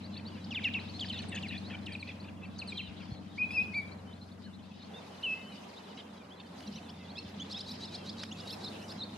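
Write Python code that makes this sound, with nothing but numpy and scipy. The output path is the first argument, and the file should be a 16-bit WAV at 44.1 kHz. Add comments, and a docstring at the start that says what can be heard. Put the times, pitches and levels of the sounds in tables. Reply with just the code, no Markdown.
"""On a tidal mudflat, shorebirds feed near and far, over shallow water and a distant boat.
Near birds chip, peep, sweep, warble and whistle with gliding tones; buzzes add close strands and breath noise.
The far flock is many small random calls over blurred noise. Bill ticks and spray are short noise bursts.
Water hiss, shore wash and exhaust roar are shaped noise; the engine drone is a stack of sine tones.
The bird calls return as smeared echoes, and a few soft low bumps touch the microphone."""
import sys
import numpy as np
from scipy import signal
from scipy.io import wavfile
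from scipy.ndimage import uniform_filter1d, map_coordinates

SR = 44100
rng = np.random.default_rng(int(sys.argv[2]) if len(sys.argv) > 2 else 0)


def put_to_file(sound):
    """Save the sound as 16-bit audio at rate SR, in the file named by the first command-line argument."""
    columns = np.atleast_2d(sound).T  # one column per channel
    safe = np.clip(columns, -1, 1)
    whole_steps = np.round(safe * 32767)
    wavfile.write(sys.argv[1], SR, whole_steps.astype(np.int16))


N = 404397


def from_db(db):
    """Turn decibels into a plain gain."""
    return 10 ** (np.asarray(db) / 20)


def rms_one(x):
    """Scale a sound to an average strength (rms) of 1."""
    return x / np.sqrt(np.mean(x ** 2) + 1e-20)


def in_time(rows):
    """Join each column of a table by straight lines in time."""
    s, *columns = np.transpose(rows)
    return [np.interp(np.arange(N) / SR, s, c) for c in columns]


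def at_hz(points, hz):
    """Read a curve at a pitch, with pitch spaced by octaves."""
    points_hz, values = np.transpose(points)
    return np.interp(np.log(hz), np.log(points_hz), values)


def drift(rate, size=N):
    """Wander by chance with a spread of about 1; a higher rate (roughly Hz) wanders faster."""
    r = np.exp(-80 * np.pi * rate / SR)
    chance = rng.standard_normal(size // 40 + 2002)     # one draw per 40 samples
    slow = signal.lfilter([1], [1, -2 * r, r * r], chance)[2000:]
    return np.interp(np.arange(size) / 40, np.arange(len(slow)), rms_one(slow))


def band(low_hz, high_hz, x):
    """Keep the part of a sound between two pitches."""
    return signal.sosfilt(signal.butter(2, [low_hz, high_hz], "band", fs=SR, output="sos"), x)


def add(out, s, sound):
    """Mix a sound in at a time."""
    i = max(round(s * SR), 0)
    out[i:i + len(sound)] += sound[:N - i]


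def note(knots_s, pitches_hz, swell, octave_db, knots_db=0):
    """A voice-organ tone gliding through pitches, loudest at the swell (share of its length); rms 1."""
    t = np.arange(knots_s[0], knots_s[-1], 1 / SR)

    def glide(values):
        line = np.interp(t, knots_s, np.broadcast_to(values, len(knots_s)))
        return uniform_filter1d(line, size=len(t) // 10 + 1, mode="nearest")     # round the corners

    hz = glide(pitches_hz) * (1 + .012 * drift(150., size=len(t)))     # the pitch trembles
    octave_db = glide(octave_db) + 5.0 * drift(60., size=len(t))     # the overtone comes in patches
    phase = 2 * np.pi * np.cumsum(hz) / SR + rng.uniform(0, 2 * np.pi)
    u = np.linspace(0, 1, len(t))
    arch = np.abs(np.sin(np.pi * u ** (np.log(.5) / np.log(swell)))) ** 0.5
    tone = np.sin(phase) + from_db(octave_db) * np.sin(2 * phase)
    return rms_one(arch * from_db(glide(knots_db)) * tone)


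CHIP_FULL_S = 0.047   # shorter chips plunge less far
CHIP_PLUNGE_S, CHIP_PLUNGE = 0.0088, 0.637   # time of the end plunge; share of the pitch left after a full one
CHIP_DROP_DB = -12   # fainter entry, dB per octave dropped


def chip(length, entry_hz, drop, body_hz, sag_hz_per_ms, octave_db):
    """The pitch drops fast and faint to the body, sags steadily, then plunges at the end."""
    turn = max(length - CHIP_PLUNGE_S, drop)
    low_hz = body_hz - sag_hz_per_ms * (turn - drop) * 10 ** 3
    end_hz = CHIP_PLUNGE ** min(length / CHIP_FULL_S, 1) * low_hz
    faint_db = CHIP_DROP_DB * np.log2(entry_hz / body_hz)
    overtone_db = octave_db - np.array([0, 2., 10., 20.])
    return note([0, drop, turn, length], [entry_hz, body_hz, low_hz, end_hz], 0.24, overtone_db,
                [faint_db, 0, -1.5, -8])


# Falling chips of the near birds.
# Columns: start [s], length [s], entry_pitch [Hz], drop_time [s], body_pitch [Hz], sag [Hz per ms],
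# level [dB], octave_overtone at the entry [dB]
CHIP_CALLS = [(0.507, 0.056, 3640, 0.008, 2970, 27, -45, -15),
              (.546, 0.056, 3750, 0.017, 2960, 28.6, -38.5, -29),
              (0.613, 0.073, 4080, 0.014, 2470, 14, -48.5, -20),
              (0.64, 0.053, 4230, 0.0073, 2920, 14, -34.5, -30),
              (0.737, 0.058, 4140, 0.0068, 2805, 8.6, -36.5, -30),
              (0.743, 0.028, 2560, 0.0068, 2340, 9.6, -46, -42),
              (1.004, 0.044, 4760, 0.0076, 3355, 14.5, -40.5, -20),
              (1.042, 0.017, 2920, 0.0044, 1830, 20, -51, -40),
              (1.094, 0.029, 4750, 0.0065, 3190, 19, -40, -23),
              (1.126, 0.051, 4600, .008, 3880, 12, -46, -24),
              (1.175, 0.034, 4660, .009, 3090, 19, -48, -16),
              (1.217, 0.042, 4640, 0.012, 3600, 140, -53.5, -16),
              (1.285, 0.019, 4850, 0.014, 3850, 130, -54.5, 1),
              (1.353, 0.032, 4940, 0.01, 3100, 38, -44.5, -13),
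              (1.422, 0.058, 4980, 0.012, 2910, 23, -45.5, -20),
              (1.484, 0.019, 4580, 0.0043, 4250, 50, -49, -11),
              (1.501, 0.034, 2900, 0.0061, 2630, 12, -46, -40),
              (1.858, 0.031, 5400, 0.012, 2870, 38, -46.5, -15),
              (1.923, 0.035, 4970, 0.004, 4600, 44, -52, -8),
              (1.951, 0.012, 2700, 0.0047, 2470, 25, -42.5, -40),
              (1.996, 0.043, 4600, 0.0058, 4460, 28, -54, -12),
              (2.026, 0.012, 2700, .004, 2390, 25, -43.5, -40),
              (2.076, 0.014, 4530, 0.0051, 4000, 20, -53.5, -30),
              (2.089, 0.021, 2870, 0.0033, 2570, 13, -46, -40),
              (2.589, 0.027, 4980, 0.0056, 4320, 13, -45, -11),
              (2.616, 0.021, 2950, 0.0049, 2670, 21, -42, -40),
              (2.675, 0.051, 4700, 0.0092, 4230, 18.5, -46.5, -13),
              (2.721, 0.015, 2460, 0.0056, 2420, 12, -43.5, -40),
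              (2.772, 0.02, 4300, 0.0053, 3780, 32, -43.5, -21),
              (2.792, 0.027, 2880, 0.0056, 2770, 24, -41.5, -35),
              (4.462, 0.044, 1780, .005, 1680, 9.2, -65, -40)]


def chips():
    """Many short calls, each made by a falling tone."""
    out = np.zeros(N)
    for start_s, length_s, *pitch, level_db, octave_db in CHIP_CALLS:
        add(out, start_s, from_db(level_db) * chip(length_s, *pitch, octave_db))
    return out


PEEP_WAIT, PEEP_TOP = 0.131, 0.73   # shares of the length where the glide starts and ends
PEEP_DROOP = 0.94   # share of the top pitch left at the end


def peep(length, first_hz, top_hz, octave_db):
    """The pitch waits, glides to its top, then droops a little."""
    knots_s = length * np.array([0, PEEP_WAIT, PEEP_TOP, 1])
    return note(knots_s, [first_hz, first_hz, top_hz, PEEP_DROOP * top_hz], 0.47, octave_db)


# Rising peeps and held notes of the near birds.
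# Columns: start [s], length [s], first_pitch [Hz], top_pitch [Hz], level [dB], octave_overtone [dB]
PEEP_CALLS = [(0.036, 0.033, 3850, 4700, -55.5, -35), (0.139, 0.019, 3900, 4270, -52.5, -35),
              (0.163, 0.022, 3680, 4580, -49.5, -38), (0.251, 0.04, 3820, 4770, -52.5, -35),
              (0.441, 0.011, 3880, 5200, -54, -37), (0.792, 0.016, 3730, 4280, -51.5, -37),
              (0.875, 0.036, 3550, 4560, -53.5, -35), (0.935, 0.054, 4040, 4300, -52, -35),
              (0.993, 0.0094, 3030, 4800, -41, -34), (1.045, 0.031, 3780, 5150, -50.5, -35),
              (1.083, 0.008, 2890, 4500, -44, -28), (1.174, 0.038, 3500, 4550, -49, -35),
              (0.633, 0.007, 3020, 4060, -49, -34), (1.348, 0.0071, 6500, 6770, -50.5, -35),
              (1.574, 0.017, 3740, 4600, -49, -27), (1.633, 0.069, 3700, 4360, -57, -37),
              (3.74, 0.024, 3400, 4700, -56, -35), (2.197, 0.021, 3930, 4750, -58, -35),
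              (2.428, 0.027, 2614, 2716, -51, -37), (2.583, 0.0091, 6060, 6850, -57, -35),
              (2.72, 0.16, 4020, 4064, -57, -40), (2.721, 0.16, 3250, 3130, -54, -34),
              (3.1, 0.057, 4180, 4420, -59, -35), (3.911, 0.031, 3990, 4570, -61, -35),
              (4.063, 0.082, 3060, 3070, -65, -35), (4.125, 0.02, 3360, 4150, -60, -35),
              (4.311, 0.025, 3780, 4600, -64.5, -35), (4.529, 0.029, 3580, 4220, -63, -35),
              (4.797, 0.027, 3640, 4300, -60, -35), (4.212, 0.028, 4140, 4250, -57, -35),
              (4.436, 0.031, 3800, 4410, -57.5, -35), (4.822, 0.03, 3780, 4420, -57.5, -33),
              (4.935, 0.063, 3480, 3730, -53.5, -41), (5.225, 0.0098, 3650, 4330, -52, -30),
              (5.303, 0.15, 2030, 2090, -62.5, -36), (5.424, 0.12, 3034, 3050, -58.5, -35),
              (5.763, 0.028, 3510, 3940, -57, -35), (6.303, 0.047, 3060, 3540, -58, -34),
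              (7.66, 0.024, 4000, 4700, -53, -35), (6.663, 0.019, 4480, 6000, -58.5, -35),
              (6.672, 0.015, 3720, 4280, -54, -35), (6.752, 0.026, 3520, 4350, -54.5, -35),
              (6.985, 0.085, 2060, 2050, -63.5, -35), (6.742, 0.034, 5200, 6030, -57, -35),
              (6.887, 0.022, 4100, 5500, -54.5, -35), (6.892, 0.021, 2810, 3500, -54, -35),
              (7.083, 0.043, 3530, 4470, -55.5, -37), (7.154, 0.053, 3350, 4430, -47, -32),
              (7.17, 0.025, 2520, 2720, -46.5, -4), (7.397, 0.038, 3040, 3550, -43.5, -17.5),
              (7.536, 0.05, 3212, 3880, -45, -33), (7.565, 0.019, 2520, 2640, -47, 1),
              (8.225, 0.016, 4600, 5360, -51, -35), (8.312, 0.024, 2750, 3590, -48.5, -14),
              (8.504, 0.04, 3170, 4360, -46.5, -33), (8.523, 0.022, 2600, 2710, -48.5, 1),
              (8.812, 0.054, 2580, 3080, -56, -9), (8.892, 0.041, 3610, 5300, -48.5, -20)]


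def peeps():
    """Small calls, each made by a rising or held tone."""
    out = np.zeros(N)
    for start_s, length_s, first_hz, top_hz, level_db, octave_db in PEEP_CALLS:
        add(out, start_s, from_db(level_db) * peep(length_s, first_hz, top_hz, octave_db))
    return out


# How strong the three strands of a buzz are: below, on and above the throat pitch. Column: level [dB]
BUZZ_STRANDS = [-8.5, 0, -6]
BUZZ_JITTER, THROAT_WIDTH = .16, .4   # shares of the pulse rate and of the throat pitch
BUZZ_ARCH, BUZZ_SAG = 0.0297, 0.095   # the pitch bulges in the middle and ends lower, as shares
BUZZ_ATTACK_S, BUZZ_RELEASE_S = 0.0035, 0.004


def buzz(n, throat_hz, pulse_hz):
    """Three unsteady strands about one pulse rate apart beat together, with breath noise."""
    u = np.linspace(0, 1, n)
    arch = 1 + BUZZ_ARCH * np.sin(np.pi * u) - BUZZ_SAG * (u - .5)
    tone = 0
    for k, db in enumerate(BUZZ_STRANDS):
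        wobble = drift(25., size=n) + .6 * drift(250., size=n)
        hz = (throat_hz + (k - 1) * pulse_hz) * arch + pulse_hz * BUZZ_JITTER * wobble
        patchy = from_db(db + 4.5 * drift(70., size=n))     # each strand breaks up on its own
        tone = tone + patchy * np.sin(2 * np.pi * np.cumsum(hz) / SR)
    low_hz, high_hz = throat_hz * (1 + THROAT_WIDTH * np.array([-.5, .5]))
    breath = band(low_hz, high_hz, rng.standard_normal(n))
    t = np.arange(n) / SR
    ends = np.clip(np.minimum(t / BUZZ_ATTACK_S, t[::-1] / BUZZ_RELEASE_S), 0, 1)
    return ends * rms_one(rms_one(tone) + .3 * rms_one(breath))


SWEEP_HOLD_HZ, SWEEP_BEND_HZ, SWEEP_TOP_HZ = 3840, 4180, 5400
SWEEP_LIFT_S, SWEEP_BEND_S, SWEEP_TOP_S = 0.03296, .018, 0.0053   # before the end
SECOND_SIDE_HZ, SECOND_SIDE_DB = (3190, 4000), -0.5   # a lower rise under the upsweep
SWEEP_RASP_HZ, SWEEP_PULSE_HZ, SWEEP_RASP_DB = 4200, 343, -7
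SWEEP_SUM_DB, SWEEP_BREATH_DB = -25, -6.5   # the two sides' sum tone; breath noise


def sweep(length):
    """Holds low, then sweeps up as the second side of the voice organ joins below; rasp and breath swell."""
    knots_s = [-length, -SWEEP_LIFT_S, -SWEEP_BEND_S, -SWEEP_TOP_S, 0]
    pitches_hz = [SWEEP_HOLD_HZ, SWEEP_HOLD_HZ, SWEEP_BEND_HZ, SWEEP_TOP_HZ, 0.976 * SWEEP_TOP_HZ]
    out = note(knots_s, pitches_hz, 0.8, -33)
    low = note([-SWEEP_BEND_S, 0], SECOND_SIDE_HZ, 0.69, -24)
    sum_hz = np.add(SECOND_SIDE_HZ, [SWEEP_BEND_HZ, SWEEP_TOP_HZ])
    both = note([-SWEEP_BEND_S, 0], sum_hz, 0.8, -60)
    second = from_db(SECOND_SIDE_DB) * low + from_db(SWEEP_SUM_DB) * both
    add(out, length - SWEEP_BEND_S - 2 / SR, second[:-4])     # trimmed to fit inside the call
    arch = np.hanning(len(out))
    breath = rms_one(band(2900, 5900, rng.standard_normal(len(out))))
    out = out + from_db(SWEEP_BREATH_DB) * np.sqrt(arch) * breath
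    return out + from_db(SWEEP_RASP_DB) * arch * buzz(len(out), SWEEP_RASP_HZ, SWEEP_PULSE_HZ)


SWEEP_ECHO_S, SWEEP_ECHO_DB = .038, -13   # a bank behind the bird returns one clear echo
# One bird's run of upswept calls. Columns: end [s], length [s], level [dB]
SWEEP_CALLS = [(7.537, 0.049, -49), (7.62, 0.051, -49), (7.726, 0.073, -49), (7.862, 0.073, -49),
               (7.967, 0.061, -49), (8.109, 0.071, -50), (8.232, .07, -49), (8.415, 0.052, -52.5),
               (8.515, 0.067, -48), (8.654, 0.067, -53)]


def sweeps():
    """Each upswept call sounds once directly and once as an echo."""
    out = np.zeros(N)
    for end_s, length_s, level_db in SWEEP_CALLS:
        call = from_db(level_db) * sweep(length_s)
        add(out, end_s - length_s, call)
        add(out, end_s - length_s + SWEEP_ECHO_S, from_db(SWEEP_ECHO_DB) * call)
    return out


# Dipping warbles. Columns: start [s], level [dB]
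WARBLE_CALLS = [(8.627, -45.5), (8.979, -43.5)]
# The pitch path of every warble. Columns: time after the start [s], pitch [Hz]
WARBLE_PATH = [(0, 4100), (.015, 3950), (.026, 4200), (.043, 3670), (.052, 3700), (.062, 4510),
               (.068, 4120)]


def warbles():
    """One tone whose pitch dips and climbs along a fixed path."""
    out = np.zeros(N)
    for start_s, level_db in WARBLE_CALLS:
        add(out, start_s, from_db(level_db) * note(*np.transpose(WARBLE_PATH), 0.72, -37))
    return out


def near_notes():
    """All gliding calls of the near birds, fluttering a little in strength."""
    return (chips() + peeps() + sweeps() + warbles()) * from_db(2.1 * drift(100.))


OVERTONES_FULL_DB = -40   # above this whistle level the overtones grow no further
# Long whistles, one list of points each. Columns: time [s], pitch [Hz], level [dB]
WHISTLE_PATHS = [
    [(3.372, 1845, -68), (3.383, 2292, -39), (3.397, 2506, -35.5), (3.42, 2450, -27.5), (3.445, 2538, -30),
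     (3.457, 2430, -41), (3.464, 2490, -42)],
    [(3.507, 2450, -31.5), (3.517, 2480, -39.5), (3.53, 2590, -44), (3.555, 2670, -38),
     (3.568, 2553, -31.5), (3.58, 2452, -26.5), (3.6, 2480, -26.5), (3.622, 2544, -30), (3.633, 2660, -47)],
    [(3.732, 2136, -52), (3.742, 2216, -40), (3.76, 2385, -34), (3.785, 2300, -31.5), (3.81, 2243, -41.5),
     (3.824, 2060, -67)],
    [(5.228, 2610, -51), (5.238, 3114, -34), (5.252, 2960, -33.5), (5.27, 2650, -35), (5.3, 2600, -35.5),
     (5.34, 2624, -35), (5.353, 2510, -63)],
]
# Overtones at 2, 3, 4 and 5 times the pitch, before the changes below. Column: level [dB]
WHISTLE_OVERTONES = [-16, -33, -32, -38]
# How strong the overtones of each whistle are. Column: added level [dB]
WHISTLE_EDGES = [-9, -1, -3, -14]


def whistles():
    """Long clear tones that follow drawn pitch paths, with faint wavering overtones and soft ends."""
    out = np.zeros(N)
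    for rows, edge_db in zip(WHISTLE_PATHS, WHISTLE_EDGES):
        s, hz, level_db = np.transpose(rows)
        t = np.arange(s[0], s[-1], 1 / SR)
        phase = 2 * np.pi * np.cumsum(np.interp(t, s, hz)) / SR
        level_db = np.interp(t, s, level_db)
        edge_db = edge_db - np.maximum(level_db - OVERTONES_FULL_DB, 0)
        tone = np.sin(phase)
        for multiple, db in enumerate(WHISTLE_OVERTONES, start=2):
            waver_db = 4.5 * drift(15., size=len(t))
            tone = tone + from_db(db + edge_db + waver_db) * np.sin(multiple * phase)
        ends = np.clip(np.minimum(t - s[0], s[-1] - t) / 0.0016, 0, 1)
        add(out, s[0], np.sqrt(2) * from_db(level_db) * ends * tone)
    return out


BUZZ_BASE_PULSE_HZ = 780   # each call draws its own rate around this
# Buzzy calls. Columns: start [s], length [s], throat_pitch [Hz], level [dB]
BUZZ_CALLS = [(0.151, 0.052, 2610, -54.5), (0.352, 0.06, 2570, -59.5), (1.128, 0.084, 2610, -49),
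              (1.316, 0.076, 2546, -43.5), (1.507, 0.066, 2614, -45), (1.698, 0.062, 2444, -46),
              (1.878, 0.066, 2410, -49), (2.068, 0.057, 2594, -51), (2.238, 0.066, 2520, -56),
              (2.412, 0.05, 2590, -56), (2.866, 0.039, 2516, -53.5), (3, 0.041, 2350, -55),
              (5.973, 0.044, 2970, -49.5), (6.396, 0.025, 3410, -52.5), (6.758, 0.035, 2920, -54),
              (8.88, 0.042, 4600, -54)]


def buzzes():
    """Short rough calls, each with its own pulse rate."""
    out = np.zeros(N)
    for start_s, length_s, throat_hz, level_db in BUZZ_CALLS:
        pulse_hz = BUZZ_BASE_PULSE_HZ * rng.uniform(.85, 1.1)
        add(out, start_s, from_db(level_db) * buzz(round(length_s * SR), throat_hz, pulse_hz))
    return out


# Bill ticks in the wet mud. Columns: start [s], noise level before filtering [dB]
BILL_TICKS = [(6.606, -36.5), (6.627, -40), (8.234, -26), (8.237, -29), (8.923, -38)]


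def ticks():
    """A click with a few milliseconds of bright splash, made from fast-fading noise."""
    out, t = np.zeros(N), np.arange(round(.012 * SR)) / SR
    for start_s, level_db in BILL_TICKS:
        add(out, start_s, from_db(level_db) * np.exp(-t / 0.0026) * rng.standard_normal(len(t)))
    return band(1400, 4500, out) + from_db(-33) * np.diff(out, prepend=0)     # body plus a bright edge


# Fine spray in the shallows. Columns: middle [s], length [s], level before the flicker [dB]
SPRAY_SWELLS = [(6.62, .12, -77), (7.3, .14, -75), (7.717, .09, -65), (8.525, .12, -62), (8.916, .05, -68)]


def sprays():
    """Short flickering swells of very bright hiss, unrelated at the two ports."""
    swells = np.zeros(N)
    hiss = band(8500, 13800, rng.standard_normal((2, N)))
    for middle_s, length_s, level_db in SPRAY_SWELLS:
        add(swells, middle_s - length_s / 2, from_db(level_db) * np.hanning(round(length_s * SR)))
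    return swells * rms_one(hiss) * from_db(2.5 * drift(60.))


def far_peeps(count=560):
    """Many small calls at random moments: quick high ones that rise, longer low ones that hold or sag."""
    out = np.zeros(N)
    for when, pitch, rise, long, loud in rng.random((count, 5)):
        hz = 2400 * 1.75 ** np.sqrt(pitch)
        length_s = .012 + .015 * long + 0.052 * long * (1 - pitch)
        top_hz = hz * (.93 + 0.264 * rise * pitch)
        add(out, when * N / SR, from_db(11.0 * loud) * peep(length_s, hz, top_hz, -29))
    return rms_one(out * from_db(2.5 * drift(120.)))


# How alike left and right noise are (1 = the same). Columns: pitch [Hz], likeness [0 to 1]
LEFT_RIGHT_LIKENESS = [(60, .93), (150, 1), (300, 0.28), (1000, 0.16), (3000, 0.22), (8000, 0.067),
                       (13000, 0.14)]


def banded_noise(spectrum, patchy_db):
    """Third-octave bands of stereo noise, each with its own level, flicker and likeness; rms 1."""
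    low_end, high_end = spectrum[0][0], spectrum[-1][0]
    edges = np.geomspace(low_end, high_end, round(3 * np.log2(high_end / low_end)) + 1)
    out, together, white = 0, drift(4.06), rng.standard_normal((2, 2, N))
    for k, (low, high) in enumerate(zip(edges, edges[1:])):
        mid, side = band(low, high, white[k % 2])
        hz = np.sqrt(low * high)
        alike = np.clip(at_hz(LEFT_RIGHT_LIKENESS, hz), -1, 1)
        flicker = 0.59 * together + drift(20.0)     # partly shared, partly the band's own
        gain = from_db(at_hz(spectrum, hz) + patchy_db * flicker)
        out = out + gain * (np.sqrt(1 + alike) * mid + np.sqrt(1 - alike) * side * [[1], [-1]])
    return rms_one(out)


FAR_PEEPS_DB = -3.5   # single far voices, against the babble
# Far flock level over time. Columns: time [s], level [dB]
FLOCK_LEVEL = [(0, -63), (.7, -58), (1.3, -56.5), (2.2, -63.5), (3.3, -63), (3.6, -60.5), (4.2, -68),
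               (4.9, -62), (5.5, -59), (6.3, -63.5), (6.9, -60), (7.8, -58.5), (9.17, -59)]
# Tone color of the blurred far voices. Columns: pitch [Hz], relative level [dB per Hz]
BABBLE_COLOR = [(1000, -19.5), (1700, -4), (3490, 5), (4260, -11), (4710, 7.5), (7500, -29.5), (9750, -62),
                (16500, -120)]


def far_flock():
    """Single far voices (mono) and, as shaped noise, the blurred babble of the rest (stereo)."""
    flock_db, = in_time(FLOCK_LEVEL)
    voices = from_db(flock_db + FAR_PEEPS_DB) * far_peeps()
    babble = from_db(flock_db) * banded_noise(BABBLE_COLOR, patchy_db=3.5)
    return voices, babble


# Shallow water hiss over time. Columns: time [s], level [dB]
WATER_LEVEL = [(0, -73.5), (1.4, -71), (3.3, -75.5), (3.55, -70.5), (4.8, -77), (4.95, -69), (5.3, -67.5),
               (6.45, -73), (6.6, -65.5), (7.0, -72), (7.7, -70), (8.3, -68), (8.55, -63), (8.9, -63.5),
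               (9.0, -71), (9.17, -66.5)]
# Tone color of the shallow water. Columns: pitch [Hz], relative level [dB per Hz]
WATER_COLOR = [(2940, -13.5), (5000, -3.5), (5950, -2.5), (11300, -10), (12700, -17), (14900, -17)]


def shallow_water():
    """Bright shaped noise that swells and fades as a hiss."""
    return from_db(in_time(WATER_LEVEL)[0]) * banded_noise(WATER_COLOR, patchy_db=-1.0)


# Tone color of the shore wash. Columns: pitch [Hz], relative level [dB per Hz]
WASH_COLOR = [(160, -31), (280, -9.5), (387, -5), (869, -8), (1170, -13), (2400, -21), (3120, -53),
              (5280, -120)]


def shore_wash(wash_db):
    """Noise shaped to fill the middle pitches."""
    return from_db(wash_db) * banded_noise(WASH_COLOR, patchy_db=1.7)


# Engine speed over time. Columns: time [s], turn_rate [turns per s]
ENGINE_TURNS = [(0, 23.8), (.4, 23.3), (1.3, 23.6), (2.4, 23.2), (4.1, 22.9), (5.5, 23.3), (6.8, 22.2),
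                (9.17, 25.2)]
# Engine tones. Columns: multiple of the turn rate [times], level before wavering [dB]
ENGINE_ORDERS = [(3, -14), (4, 1), (5, -9.5), (6, -10), (7, -10), (8, -0.5), (8.5, -2), (9, -6.5),
                 (9.5, -7), (10, -9.5), (10.5, -7), (12, -12.5), (12.5, -18), (13, -8.5)]


def engine():
    """Sine tones at multiples of the turn rate; the air makes each one waver, the upper ones most."""
    phase = 2 * np.pi * np.cumsum(in_time(ENGINE_TURNS)[0]) / SR
    out = 0
    for multiple, db in ENGINE_ORDERS:
        gain = np.sqrt(2) * from_db(db + 0.18 * multiple * drift(1.5))
        out = out + gain * np.sin(multiple * phase + rng.uniform(0, 6.5))
    return out


def boat_drone(engine_db, spread):
    """The engine tones, with a late ground path that has opposite signs at the two ports."""
    drone = from_db(engine_db) * engine()
    late = np.roll(drone, round(0.0024 * SR))
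    return drone + spread * 0.7 * drift(1.84) * late * [[1], [-1]]


# Tone color of the exhaust. Columns: pitch [Hz], relative level [dB per Hz]
ROAR_COLOR = [(50, -21.5), (80, -24.5), (140, -14.5), (200, 2), (250, -4), (310, -16.5), (360, -12)]


def exhaust_roar(roar_db, spread):
    """Low shaped noise, the same at both ports plus an adjustable left-right difference."""
    roar = from_db(roar_db) * banded_noise(ROAR_COLOR, patchy_db=2.5)
    return roar.mean(axis=0) + spread * (roar - roar[::-1]) * 2


# Soft bumps on the microphone. Columns: start [s], size before softening [dB], cycle_rate [Hz]
MICROPHONE_BUMPS = [(2.881, -45, 62.4), (3.118, -29, 120), (7.259, -41, 113)]


def bumps():
    """One main push and pull of the microphone capsule, with soft ends."""
    out = np.zeros(N)
    for start_s, size_db, hz in MICROPHONE_BUMPS:
        turn = np.arange(-1, 1, hz / SR)
        push = -from_db(size_db) * np.sin(2 * np.pi * turn) * np.cos(np.pi * turn / 2) ** 2
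        add(out, start_s - .5 / hz, push)
    return out


# Echoes off banks and reeds. Columns: delay [s], level before the noise [dB]
BANK_ECHOES = [(0.037, -51), (0.089, -52), (.13, -58)]


def flats(x):
    """Smeared echoes across the flats, made with fading noise that differs at each port."""
    t = np.arange(round(.5 * SR)) / SR
    shape = from_db(-42.0) * np.exp(-t / 0.045)
    for delay_s, db in BANK_ECHOES:
        shape = shape + from_db(db) * np.exp(-((t - delay_s) / (.2 * delay_s)) ** 2)
    return signal.fftconvolve(x[None], shape * rng.standard_normal((2, len(t))), axes=1)[:, :N]


DB_PER_LEAD_US = 0.06   # the nearer port is also a little louder


def port_gain(lead_us):
    """Share the loudness difference between the two ports."""
    return from_db(DB_PER_LEAD_US * np.array([lead_us, -lead_us]) / 2)


def ports(x, lead_us):
    """Two close microphone ports: one hears the sound a little earlier and louder."""
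    half_us = np.array([lead_us, -lead_us]) / 2
    at = np.arange(N) + half_us * SR / 10 ** 6
    return map_coordinates(x, [at], order=3) * port_gain(lead_us)


# Boat and shore levels. Columns: time [s], engine_drone [dB], exhaust_roar [dB], shore_wash [dB]
BOAT_AND_SHORE = [(0, -53, -50, -55), (.7, -51.5, -48, -52.5), (1.3, -48.5, -48, -51.5),
                  (2.2, -53.5, -52.5, -53.5), (3.3, -55.5, -52.5, -55.5), (3.6, -52.5, -50, -51),
                  (4.2, -55, -56.5, -56), (4.75, -60.5, -55, -60), (4.95, -63, -49, -52),
                  (5.6, -66, -52, -52.5), (6.4, -65.5, -52, -54), (6.9, -59, -48, -53.5),
                  (7.8, -57.5, -49.5, -51.5), (9.17, -56, -47.5, -50)]
# Left-right place of the sounds over time, and how far the boat spreads.
# Columns: time [s], lead of the left port [microseconds], boat_spread [0 to 1]
LEFT_RIGHT_PLACE = [(0, 19, 0.14), (4.7, 31, 0.28), (5., 2, 0.09), (6.5, -5, 0), (9.17, -5, 0)]


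def scene():
    """Mix all sources at the two ports."""
    engine_db, roar_db, wash_db = in_time(BOAT_AND_SHORE)
    lead_us, spread = in_time(LEFT_RIGHT_PLACE)
    far_voices, babble = far_flock()
    birds = near_notes() + whistles() + buzzes() + far_voices
    boat = boat_drone(engine_db, spread) + exhaust_roar(roar_db, spread)
    wide = (babble + shallow_water() + shore_wash(wash_db) + boat) * port_gain(lead_us)
    # the left-right place of all calls and ticks wanders a little by chance
    wandering_lead_us = lead_us + 7 * drift(6.)
    return ports(birds + ticks(), wandering_lead_us) + flats(birds) + wide + bumps() + sprays()


def record(dry):
    """Roll off the bass below 52 Hz and cut the top steeply, 70 dB down from 15300 Hz."""
    thin = signal.sosfilt(signal.butter(3, 52, "high", fs=SR, output="sos"), dry)
    return signal.sosfilt(signal.cheby2(12, 70, 15300, fs=SR, output="sos"), thin)


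dry = scene()
out = record(dry)
put_to_file(out)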